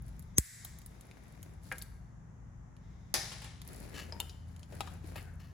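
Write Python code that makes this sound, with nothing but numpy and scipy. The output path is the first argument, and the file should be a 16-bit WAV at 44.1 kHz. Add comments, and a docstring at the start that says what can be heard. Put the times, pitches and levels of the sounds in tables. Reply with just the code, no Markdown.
"""Plastic cable ties are cut in the engine bay of a car, in a reverberant workshop with a low hum and a thin hiss.
The first tie creaks and snaps right by the microphone, whose limiter ducks and recovers; struck modes and noise
bursts make the cutters tick, knock and bump a housing. A second snap rings through the room from further off, its
tie end bounces, then tools and cables are handled: trains of slips rub and scrape, steel is set down, a drone rises."""
import sys
import numpy as np
from scipy import signal
from scipy.fft import rfft, irfft, next_fast_len
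from scipy.io import wavfile
from scipy.ndimage import uniform_filter1d, minimum_filter1d

SR = 44100
rng = np.random.default_rng(int(sys.argv[2]) if len(sys.argv) > 2 else 0)


def to_wav(sig):
    """Store sig (one row per channel, or 1-D mono) as 16-bit WAV at the path in sys.argv[1].

    Samples outside -1..1 are clipped; the rate is SR.
    """
    pcm = np.clip(np.atleast_2d(sig), -1, 1) * 32767
    pcm = np.round(pcm).astype(np.int16)
    wavfile.write(sys.argv[1], SR, pcm.T)  # frames by channels


N = 243859
TIME = np.arange(N) / SR   # s

# Table levels are relative: each source adds its own offset. Colours are spectra: hz, level_db
# close cut: the tie parts, the jaws meet and an early reflection returns: start_s, level_db, t60_s
CLOSE_CUT_HITS = [(.3828, 13, .005), (.3834, 12.5, .004), (0.3855, 2, .012), (.394, -17, .05)]
# small hard contacts of jaws and tie ends: hz, level_db
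TICK_SPECTRUM = [(200, -40), (900, -13.5), (2500, -15), (5000, -9), (7500, -5), (10000, 0.5), (14000, -5),
                 (16000, -7.5)]
TICK_RING_T60_S = .016
# broad crack of plastic parts and bounces: hz, level_db
CRACK_SPECTRUM = [(300, -4.5), (1200, -4.5), (2200, -3), (3600, -3), (6000, -11), (9400, -5), (11000, -18),
                  (16000, -20)]
# strokes of the hands over cables: start_s, length_s, body_db, hiss_db
HAND_STROKES = [(0, .18, -64, -70), (.87, .65, -59.5, -70), (1.61, .17, -61, -58), (3.63, .25, -50.5, -57),
                (3.9, .33, -52.5, -65), (4.44, .2, -66, -71), (4.68, .23, -52, -60), (5.02, .19, -52, -60)]


def from_db(db):
    """Decibels to gain."""
    return 10 ** (np.asarray(db) / 20)


def rms_one(x):
    """Scale to unit rms."""
    return x / np.sqrt(np.mean(x ** 2) + 1e-20)


def at_hz(points, hz):
    """Read a table on a log-frequency axis."""
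    f, value = np.transpose(points)
    return np.interp(np.log(np.maximum(hz, 1)), np.log(f), value)


def tint(x, colour, tilt_db=0, hinge_hz=3000):
    """Give a sound a spectrum, tilted per octave above the hinge; rms 1."""
    size = next_fast_len(x.shape[-1])
    hz = np.fft.rfftfreq(size, 1 / SR)
    tilt = tilt_db * np.log2(np.maximum(hz / hinge_hz, 1))
    gain = from_db(at_hz(colour, hz) + tilt) * (hz > 10)
    return rms_one(irfft(rfft(x, size) * gain, size)[..., :x.shape[-1]])


def drift(hz, size=N):
    """Slow random wander of spread 1: random knots, 2 * hz per second, joined by straight lines."""
    knots = rng.standard_normal(int(N / SR * hz * 2) + 2)
    wander = np.interp(TIME[:size] * hz * 2, np.arange(len(knots)), knots)
    return wander * np.sqrt(3 / 2)   # makes up for the spread lost between knots


def pan(db):
    """Channel gains for a left-minus-right level."""
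    return from_db(np.array([[db], [-db]]) / 2)


def spread(mid, side, side_db):
    """Left and right from a common and an opposed part; rms 1."""
    return rms_one(mid + from_db(side_db) * side * np.array([[1], [-1]]))


def from_right(x):
    """The sound reaches the right port of the microphone 13 samples before the left."""
    return np.array([np.roll(x, 13), x])


def at(s, sound):
    """A short sound placed at its moment."""
    start = int(round(s * SR))
    return np.pad(sound, (start, N))[:N]


def envelope(start, length, attack, release):
    """Straight rise, hold to the end of the length, exponential release; all in seconds."""
    t = TIME - start
    rise = np.clip(t / max(attack, .001), 0, 1)
    return rise * np.exp(-np.maximum(t - length, 0) / max(release, .001))


def stroke(start, length, db):
    """The push of one hand movement."""
    return from_db(db) * envelope(start, length, attack=.06, release=.08)


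def burst(colour, t60, tilt_db=0, size=8192):
    """Countless crowded modes struck at once and dying together, as decaying noise."""
    decay = from_db(-60 * TIME[:size] / max(t60, .001))
    noise = tint(rng.standard_normal(size), colour, tilt_db)
    return rms_one(noise * decay) * np.sqrt(np.mean(decay ** 2))


def click(colour, tilt_db=0, size=512):
    """One smooth pulse of unit energy."""
    pulse = tint(signal.unit_impulse(size), colour, tilt_db)
    return np.roll(pulse, size // 16) / np.sqrt(size)


def ring(modes, chatter, chatter_hz=110, size=32768):
    """Decaying sines of a struck body, in alternating sign; loose contact makes each one's phase waver."""
    t = TIME[:size]
    x = 0
    for k, (hz, db, t60) in enumerate(modes):
        phase = 2 * np.pi * hz * t + chatter * drift(chatter_hz, size)
        x = x + (-1) ** k * from_db(db - 60 * t / t60) * np.sin(phase)
    return x


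def squeal(hz, waver, waver_hz):
    """A stick-slip tone of unsteady phase; rms 1."""
    return rms_one(np.sin(2 * np.pi * hz * TIME + waver * drift(waver_hz)))


def catches(per_s, uneven_db):
    """Tiny contacts at random moments, of uneven strength and either sign."""
    touched = rng.random(N) < per_s / SR
    strength = from_db(uneven_db * np.clip(rng.standard_normal(N), -2, 2))
    return touched * rng.choice([-1, 1], N) * strength


def friction(colour, grain_db, grain_hz=180):
    """Rubbing is a train of tiny slips of uneven strength; rms 1."""
    slips = spread(*rng.standard_normal((2, N)), -1.5) * from_db(grain_db * drift(grain_hz))
    return tint(slips, colour)


def room(x, near_db, hall_db, near_t60=.049, side_db=-5, size=44100):
    """Quick reflections off the car's panels, and the workshop's tail, which dies first in the treble."""
    # decay of the workshop: hz, t60_s
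    hall_t60 = [(150, .6), (800, 0.72), (2000, 0.78), (5500, .8), (9000, .6), (15000, .42)]
    t, edges = TIME[:size], np.geomspace(100, 17000, 12)
    white = spread(*rng.standard_normal((2, size)), side_db)
    hall = 0
    for low, high in zip(edges, edges[1:]):
        band_pass = signal.butter(2, [low, high], "band", fs=SR, output="sos")
        band = signal.sosfilt(band_pass, rng.standard_normal((2, size)))
        decay = from_db(-60 * t / at_hz(hall_t60, np.sqrt(low * high)))
        # spread() levels the bands; the root of the bandwidth makes them white again
        hall = hall + spread(*band, side_db) * np.sqrt(high - low) * decay
    near = white * from_db(-60 * t / near_t60) * (t > .001)
    response = from_db(near_db) * rms_one(near) + from_db(hall_db) * rms_one(hall * (t > .006))
    return signal.fftconvolve(x[None], response / np.sqrt(size), axes=1)[:, :N]


def close_cut(creak_db=-28, creak_hz=6300, creak_s=.005, noise_db=-21, noise_s=.0022, spread_db=22):
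    """The blades squeak into the stretched nylon, a brief noise swells into the snap, and the tie parts."""
    # the snap at the microphone: hz, level_db
    snap_colour = [(300, -33), (1100, -35), (1800, -13), (2700, -40), (4500, -21), (6300, -12), (8200, -1),
                   (10300, -13.5), (14000, -12), (16000, -12)]
    # the cut as it spreads sideways into the room: hz, level_db
    sideways_colour = [(300, -32), (1200, -27), (1600, -4.5), (2050, -.5), (2500, -18), (4300, -10),
                       (6300, -7.5), (8200, 3.5), (10500, -6), (14000, -4), (16000, -24)]
    cut_s = CLOSE_CUT_HITS[0][0]
    snap = sum(at(s, from_db(db) * burst(snap_colour, t60)) for s, db, t60 in CLOSE_CUT_HITS)
    before = cut_s - TIME
    creak = from_db(creak_db) * squeal(creak_hz, waver=1.0, waver_hz=203) * np.exp(-np.abs(before) / creak_s)
    noise = from_db(noise_db) * tint(rng.standard_normal(N), snap_colour) * np.exp(-np.abs(before) / noise_s)
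    direct = snap + (creak + noise) * (before > 0)
    outgoing = at(cut_s, from_db(spread_db) * click(sideways_colour))
    return pan(2.5) * (from_right(direct) + room(outgoing, near_db=-15, hall_db=-20.5))


def overload_thump(thump_db=.5, start_hz=340, end_hz=56, glide_s=.0031, attack_s=.0007, decay_s=.011, delay_s=.0021):
    """The microphone, overloaded by the snap, answers with one thud that drops in pitch."""
    t = TIME[:SR // 4]
    phase = 2 * np.pi * np.cumsum(end_hz + (start_hz - end_hz) * np.exp(-t / glide_s)) / SR
    shape = (1 - np.exp(-t / attack_s)) * np.exp(-t / decay_s)
    return at(CLOSE_CUT_HITS[0][0] + delay_s, from_db(thump_db) * np.sin(phase) * shape)


def far_snap(scatter_db=-1, near_db=-1, hall_db=-2.3, panel_db=5, jaws_db=5, bounce_ring_db=9, uneven_db=3):
    """A short crack rings the cutters and nearby panels; the tie end rattles and bounces; much room."""
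    # the snap: start_s, level_db, t60_s, tilt_db_per_octave
    s, db, t60, tilt = (3.141, -11, .003, 4)
    # its spectrum: hz, level_db
    snap_colour = [(150, -12.5), (400, -2), (620, -4.5), (800, 5), (1000, -13.5), (1800, 1.5), (2800, -6.5),
                   (5200, 2), (7500, -4), (10200, -2), (13500, -8), (16000, -18)]
    # the cut-off end skitters over panels: start_s, level_db
    bounces = [(3.316, -18), (3.417, -22), (3.4445, -22)]
    # panels struck by the snap and by each bounce: hz, level_db, t60_s
    panels = [(371, -55, .3), (517, -58, .25), (627, -56, .4), (792, -50, .36), (874, -58, .5),
              (1090, -52, .12), (1168, -59, .45), (1470, -60, .27), (1620, -52, .16), (1674, -60, .4),
              (1814, -54, .3), (2000, -54, .16), (2331, -60, .35)]
    # the steel cutters ring after the snap: hz, level_db, t60_s
    jaws = [(3490, -45, .15), (3887, -59, .45), (4673, -46, .2), (4759, -53, .45), (4802, -47, .18),
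            (5038, -56, .5), (5225, -59, .5), (5620, -53, .4), (5730, -47, .17), (6189, -51, .3),
            (9702, -53, .2), (10182, -52, .22)]

    crack = at(s, from_db(db) * burst(snap_colour, t60, tilt))

    # the end rattles briefly where it was cut, before it bounces
    rattle = from_db(-38) * catches(per_s=55, uneven_db=3) * envelope(s, .02, .02, .11)
    rattle = signal.fftconvolve(rattle, burst(snap_colour, t60=.014))[:N]

    landings = sum(at(when, from_db(hit_db) * click(CRACK_SPECTRUM)) for when, hit_db in bounces)
    outgoing = at(s, from_db(scatter_db) * click(snap_colour)) + landings

    panel_ring = from_db(panel_db) * ring(panels, chatter=.3, chatter_hz=30)
    jaw_ring = from_db(jaws_db) * ring(jaws, chatter=.3, chatter_hz=40)
    ringing = at(s, panel_ring + jaw_ring)
    for when, hit_db in bounces:   # each bounce lands on another spot
        modes = [(hz, mode_db + uneven_db * rng.standard_normal(), mode_t60) for hz, mode_db, mode_t60 in panels]
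        hit = from_db(hit_db + bounce_ring_db) * ring(modes, chatter=.5, chatter_hz=40)
        ringing = ringing + at(when, hit)
    reflections = room(outgoing, near_db, hall_db, near_t60=.11, side_db=-4)
    return pan(4) * (from_right(crack) + rattle + ringing + reflections)


def ticks(tick_db=-10, contact_db=14):
    """Small hard contacts, nearly all treble: a sharp first touch and a brief ring."""
    # the clearest ticks of jaws and tie ends: start_s, level_db, tilt_db_per_octave
    clear_ticks = [(.0214, -44, 6), (.0814, -44, 0), (.194, -35.5, 5), (.2249, -44, 1), (.6476, -25.5, 7),
                   (.6502, -31, -6), (.7866, -37, 1), (.817, -43, -3), (.8615, -29, 4), (1.0096, -38, -4),
                   (1.429, -32, 0), (1.723, -29, -7), (1.7828, -29, 1), (1.822, -27, 1), (2.7661, -51, -12),
                   (3.4172, -42, 6), (3.4441, -36, -6), (3.6167, -34, -7.5), (3.676, -32, 5),
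                   (4.2011, -18.5, 2), (4.2954, -41, -8), (4.5635, -43.5, -8), (4.5942, -44.5, -6),
                   (4.8064, -27.5, -7), (5.2267, -45, 0)]
    x = faint_ticks()
    for s, db, tilt in clear_ticks:
        x = x + at(s, from_db(db + tick_db) * burst(TICK_SPECTRUM, TICK_RING_T60_S, tilt))
        x = x + at(s, from_db(db + tick_db + contact_db) * click(TICK_SPECTRUM, tilt))
    return from_right(x) + pan(2.5) * room(x, near_db=-7, hall_db=-12.5)


def faint_ticks(per_s=9, above_hiss_db=10):
    """Tie ends and jaws catch at random, as hard as the hands brush."""
    hiss = sum(stroke(s, length, db) for s, length, _, db in HAND_STROKES)
    touches = catches(per_s, uneven_db=1) * hiss * from_db(above_hiss_db)
    return signal.fftconvolve(touches, burst(TICK_SPECTRUM, TICK_RING_T60_S))[:N]


def knocks(knock_db=-8, skirt_db=-26, contact_db=12):
    """Each cable or plastic part answers with one damped resonance and a broad crack."""
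    # knocks on cables and plastic parts: start_s, level_db, body_hz, t60_s, crack_db
    parts = [(1.1124, -46, 2500, .015, 2), (1.8163, -38, 4400, .025, -12), (3.942, -38.5, 298, .055, -5),
             (4.1233, -38, 620, .03, -3), (4.2011, -33.5, 850, .04, -2.5), (4.2954, -41, 5080, .03, -7),
             (4.631, -46, 4730, .013, 3), (4.724, -39, 480, .055, -8), (4.8066, -31, 3800, .018, 5),
             (4.874, -38.5, 1070, .045, -3), (5.043, -34, 295, .035, -19), (5.158, -38.5, 786, .06, -5)]
    # brackets and clips left ringing by a touch: start_s, level_db, pitch_hz, t60_s
    brackets = [(4.1235, -35, 5000, .017), (4.125, -50.5, 915, .23), (4.125, -52, 479, .17),
                (4.8068, -32.5, 800, .032), (4.807, -35.5, 1254, .028), (5.158, -50, 2640, .07),
                (5.16, -50, 530, .12), (5.178, -50.5, 2170, .1)]
    x = 0
    for s, db, hz, t60, crack_db in parts:
        # one peak, falling off by the skirt per octave on both sides
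        body = [(hz / 4, 2 * skirt_db), (hz / 2, skirt_db), (hz, 0), (hz * 2, skirt_db), (hz * 4, 2 * skirt_db)]
        crack = from_db(crack_db) * burst(CRACK_SPECTRUM, t60 * .7)
        x = x + at(s, from_db(db + knock_db) * (burst(body, t60) + crack))
        # the first hard touch
        x = x + at(s, from_db(db + knock_db + crack_db + contact_db) * click(CRACK_SPECTRUM))
    x = x + sum(at(s, ring([(hz, db, t60)], chatter=.6)) for s, db, hz, t60 in brackets)
    return pan(5.8) * (x + room(x, near_db=-3.5, hall_db=-12))


def tool_blows(clatter_db=-9.5):
    """The cutters bump a hollow housing, which clatters; later steel is set down and rings roughly."""
    # the bump: start_s, level_db
    bump_s, bump_db = (1.7157, -34)
    # modes of the housing: hz, level_db, t60_s
    housing = [(287, -22, 0.16), (506, -14, 0.17), (781, -17, .12), (942, -12, .08), (1346, -11, 0.13),
               (1497, -16, .16), (1620, -1.5, .09), (1860, -1, .045), (1960, -1, .04), (2148, -7, .06),
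               (2300, -4, .028), (2848, -17, .11)]
    # its clatter: hz, level_db
    clatter_colour = [(300, -10), (1100, -7), (1700, 0), (2400, -3), (3100, -22), (8000, -35)]
    # a steel tool is set down: start_s, level_db
    clink_s, clink_db = (4.2017, -31)
    # modes of the steel: hz, level_db, t60_s
    steel = [(1330, -30, .35), (2850, -1, .035), (2930, -27, .5), (2985, -2, .035), (3050, -27, .6),
             (3580, -32, .38), (3640, -5, .033), (4380, -6.5, .03), (7400, -12, .025), (9900, -6, 0.032)]
    bump = at(bump_s, from_db(bump_db) * ring(housing, chatter=.6))
    bump = bump + at(bump_s, from_db(bump_db + clatter_db) * burst(clatter_colour, t60=.13))
    clink = at(clink_s, from_db(clink_db) * ring(steel, chatter=1.05, chatter_hz=140))
    bump_in_room = pan(2.5) * (bump + room(bump, near_db=-7, hall_db=-16))
    clink_in_room = pan(7) * (clink + room(clink, near_db=-6.5, hall_db=-19))
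    return bump_in_room + clink_in_room


def scrapes(ring_db=-10, grit_db=-2, slips_per_s=1300, rasp_above_hz=6800):
    """A sliding part catches and slips; every slip is a tiny crack that rings the frame, with a fine rasp on top."""
    # slides that swell and die away: start_s, rise_s, release_s, level_db, tilt_db_per_octave, rasp_db
    slides = [(3.937, .065, .033, -44.5, 0, -20), (5.155, .012, .03, -48, -8, -3),
              (5.394, .008, .08, -59, 1, -10)]
    # grit of the slips: hz, level_db
    grit_colour = [(300, -2), (850, -7), (1800, 0), (3300, -2), (6000, -8), (9400, -9), (11000, -14),
                   (16000, -14)]
    # modes of the frame: hz, level_db, t60_s
    frame_modes = [(1320, -6, .014), (1620, -2, .016), (1890, -2, .018), (2600, -8, .012), (3060, -2, .016),
                   (4150, -3, .012)]
    high_pass = signal.butter(4, rasp_above_hz, "high", fs=SR, output="sos")
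    x = 0
    for s, rise, release, db, tilt, rasp_db in slides:
        slips = catches(slips_per_s, uneven_db=4)
        grit = from_db(grit_db) * tint(slips, grit_colour, tilt)
        rasp = from_db(rasp_db) * rms_one(signal.sosfilt(high_pass, slips))
        frame = from_db(ring_db) * rms_one(signal.fftconvolve(slips, ring(frame_modes, chatter=0))[:N])
        # halved here because the root doubles the release
        shape = np.sqrt(envelope(s, rise, rise, release / 2))
        x = x + from_db(db) * shape * (grit + rasp + frame)
    return pan(4.9) * (x + room(x, near_db=-6, hall_db=-17))


def handling(body_db=-3, hiss_db=-2, sing_hz=1580):
    """Hands brush over cables and hoses, and a rubbed part sings."""
    # low part of the rustle: hz, level_db
    body_colour = [(150, 5), (300, 4), (700, -2.5), (1100, -11.5), (1700, -6.5), (2400, -10), (3500, -24)]
    # treble of the rustle: hz, level_db
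    hiss_colour = [(1500, -7), (2800, -6), (4500, 1.5), (6500, -5), (9500, 3), (14000, -4), (16000, -4.5)]
    # a rubbed part sings: start_s, length_s, level_db
    sings = [(4.7, .25, -69), (5.21, .08, -65.5)]
    body_level = sum(stroke(s, length, db + body_db) for s, length, db, _ in HAND_STROKES)
    hiss_level = sum(stroke(s, length, db + hiss_db) for s, length, _, db in HAND_STROKES)
    body = body_level * friction(body_colour, grain_db=3)
    hiss = hiss_level * friction(hiss_colour, grain_db=2.5)
    sing = sum(stroke(*row) for row in sings) * squeal(sing_hz, waver=2.2, waver_hz=130)
    return pan(4.9) * (body + hiss + sing)


def workshop(air_db=-52.5, waver=.35, flutter_db=1.5, rumble_hz=220, drone_hz=79.5, drone_rise_hz_per_s=4.5):
    """Ventilation rumble, alike at both ports in the bass, with machine hum and a slowly rising drone."""
    # workshop air: hz, level_db_per_hz
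    air_colour = [(20, -22), (34, -10), (47, 0), (62, 1.5), (85, -.5), (125, -7), (200, -10.5),
                  (310, -22.5), (520, -28.5), (820, -27.5), (1900, -35), (2500, -46), (4400, -55.5),
                  (6400, -42.5), (9000, -54.5), (14000, -63.5), (16000, -76)]
    # machine hum: pitch_hz, rms_db
    hum_lines = [(52, -59.5), (113.8, -58.5), (137.5, -63.5), (159.7, -61.5), (183, -67), (252, -74)]
    # a low drone sets in later on: start_s, length_s, level_db
    start, length, drone_db = (3.85, 1.5, -51)
    # rumble and hum swell or dip briefly: centre_s, half_width_s, change_db
    swells = [(.1, .35, 3.5), (1.13, .22, -7), (5.15, .3, 2.5)]

    mid, side = rng.standard_normal((2, N))
    side = signal.sosfilt(signal.butter(1, 300, "high", fs=SR, output="sos"), side)
    air = from_db(air_db) * tint(spread(mid, side, -0.5), air_colour)
    bass = signal.sosfiltfilt(signal.butter(2, rumble_hz, fs=SR, output="sos"), air)

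    drone = from_db(drone_db) * envelope(start, length, attack=.25, release=.2)
    drone_cycles = np.cumsum(drone_hz + drone_rise_hz_per_s * (TIME - start)) / SR
    lines = [(hz * TIME + rng.random(), from_db(db)) for hz, db in hum_lines] + [(drone_cycles, drone)]
    hum = 0
    for cycles, gain in lines:
        tone = np.sqrt(2) * np.sin(2 * np.pi * cycles + waver * drift(3))
        hum = hum + gain * tone * from_db(flutter_db * drift(4))

    swell = from_db(sum(db * np.exp(-((TIME - s) / width) ** 2) for s, width, db in swells))
    return pan(2.4) * (air - bass + swell * (bass + hum))


def faint_hiss():
    """A thin, hollow hiss comes and goes above the rumble."""
    # its level over time: time_s, level_db
    hiss_course = [(0, -77), (.7, -71), (.9, -73), (1.42, -74), (1.9, -84), (2.2, -95), (2.72, -95),
                   (2.84, -74), (3.1, -74), (3.5, -82), (5.5, -85)]
    # its spectrum: hz, level_db
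    hollow_colour = [(1200, -20), (1750, -11), (2100, 0), (2450, -13), (3100, -14), (3700, -6), (4400, -18),
                     (5000, -11), (6400, -13), (9000, -28)]
    level = from_db(np.interp(TIME, *np.transpose(hiss_course)))
    return pan(2.4) * level * tint(spread(*rng.standard_normal((2, N)), -2), hollow_colour)


def scene():
    """Everything heard at the two ports."""
    cuts = close_cut() + overload_thump() + far_snap()
    contacts = ticks() + knocks() + tool_blows()
    rubbing = scrapes() + handling()
    return cuts + contacts + rubbing + workshop() + faint_hiss()


def limiter(x, ceiling_db=-2.3, release_db_per_s=68, size=45):
    """The gain drops just ahead of a peak and climbs back steadily."""
    over = np.maximum(20 * np.log10(np.abs(x).max(axis=0) + 1e-9) - ceiling_db, 0)
    held = np.maximum.accumulate(over + release_db_per_s * TIME) - release_db_per_s * TIME
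    return x * from_db(uniform_filter1d(minimum_filter1d(-held, size), size))


def record(dry, top=1.2, shared_above_hz=8000, cutoff_hz=16000):
    """Both channels share one top octave, a port's lag apart; then the limiter, rounded peaks and the band limit."""
    size = 2 * next_fast_len(N // 2 + 1)
    hz = np.fft.rfftfreq(size, 1 / SR)
    share = np.clip((hz - shared_above_hz) / 500 + .5, 0, 1)   # crossover 500 Hz wide
    treble = irfft(rfft(dry, size) * share, size)[:, :N]
    ports = dry - treble + from_right(treble[1])
    heard = top * np.tanh(limiter(ports) / top)
    return signal.sosfilt(signal.ellip(10, .1, 80, cutoff_hz, fs=SR, output="sos"), heard)


dry = scene()
out = record(dry)
to_wav(out)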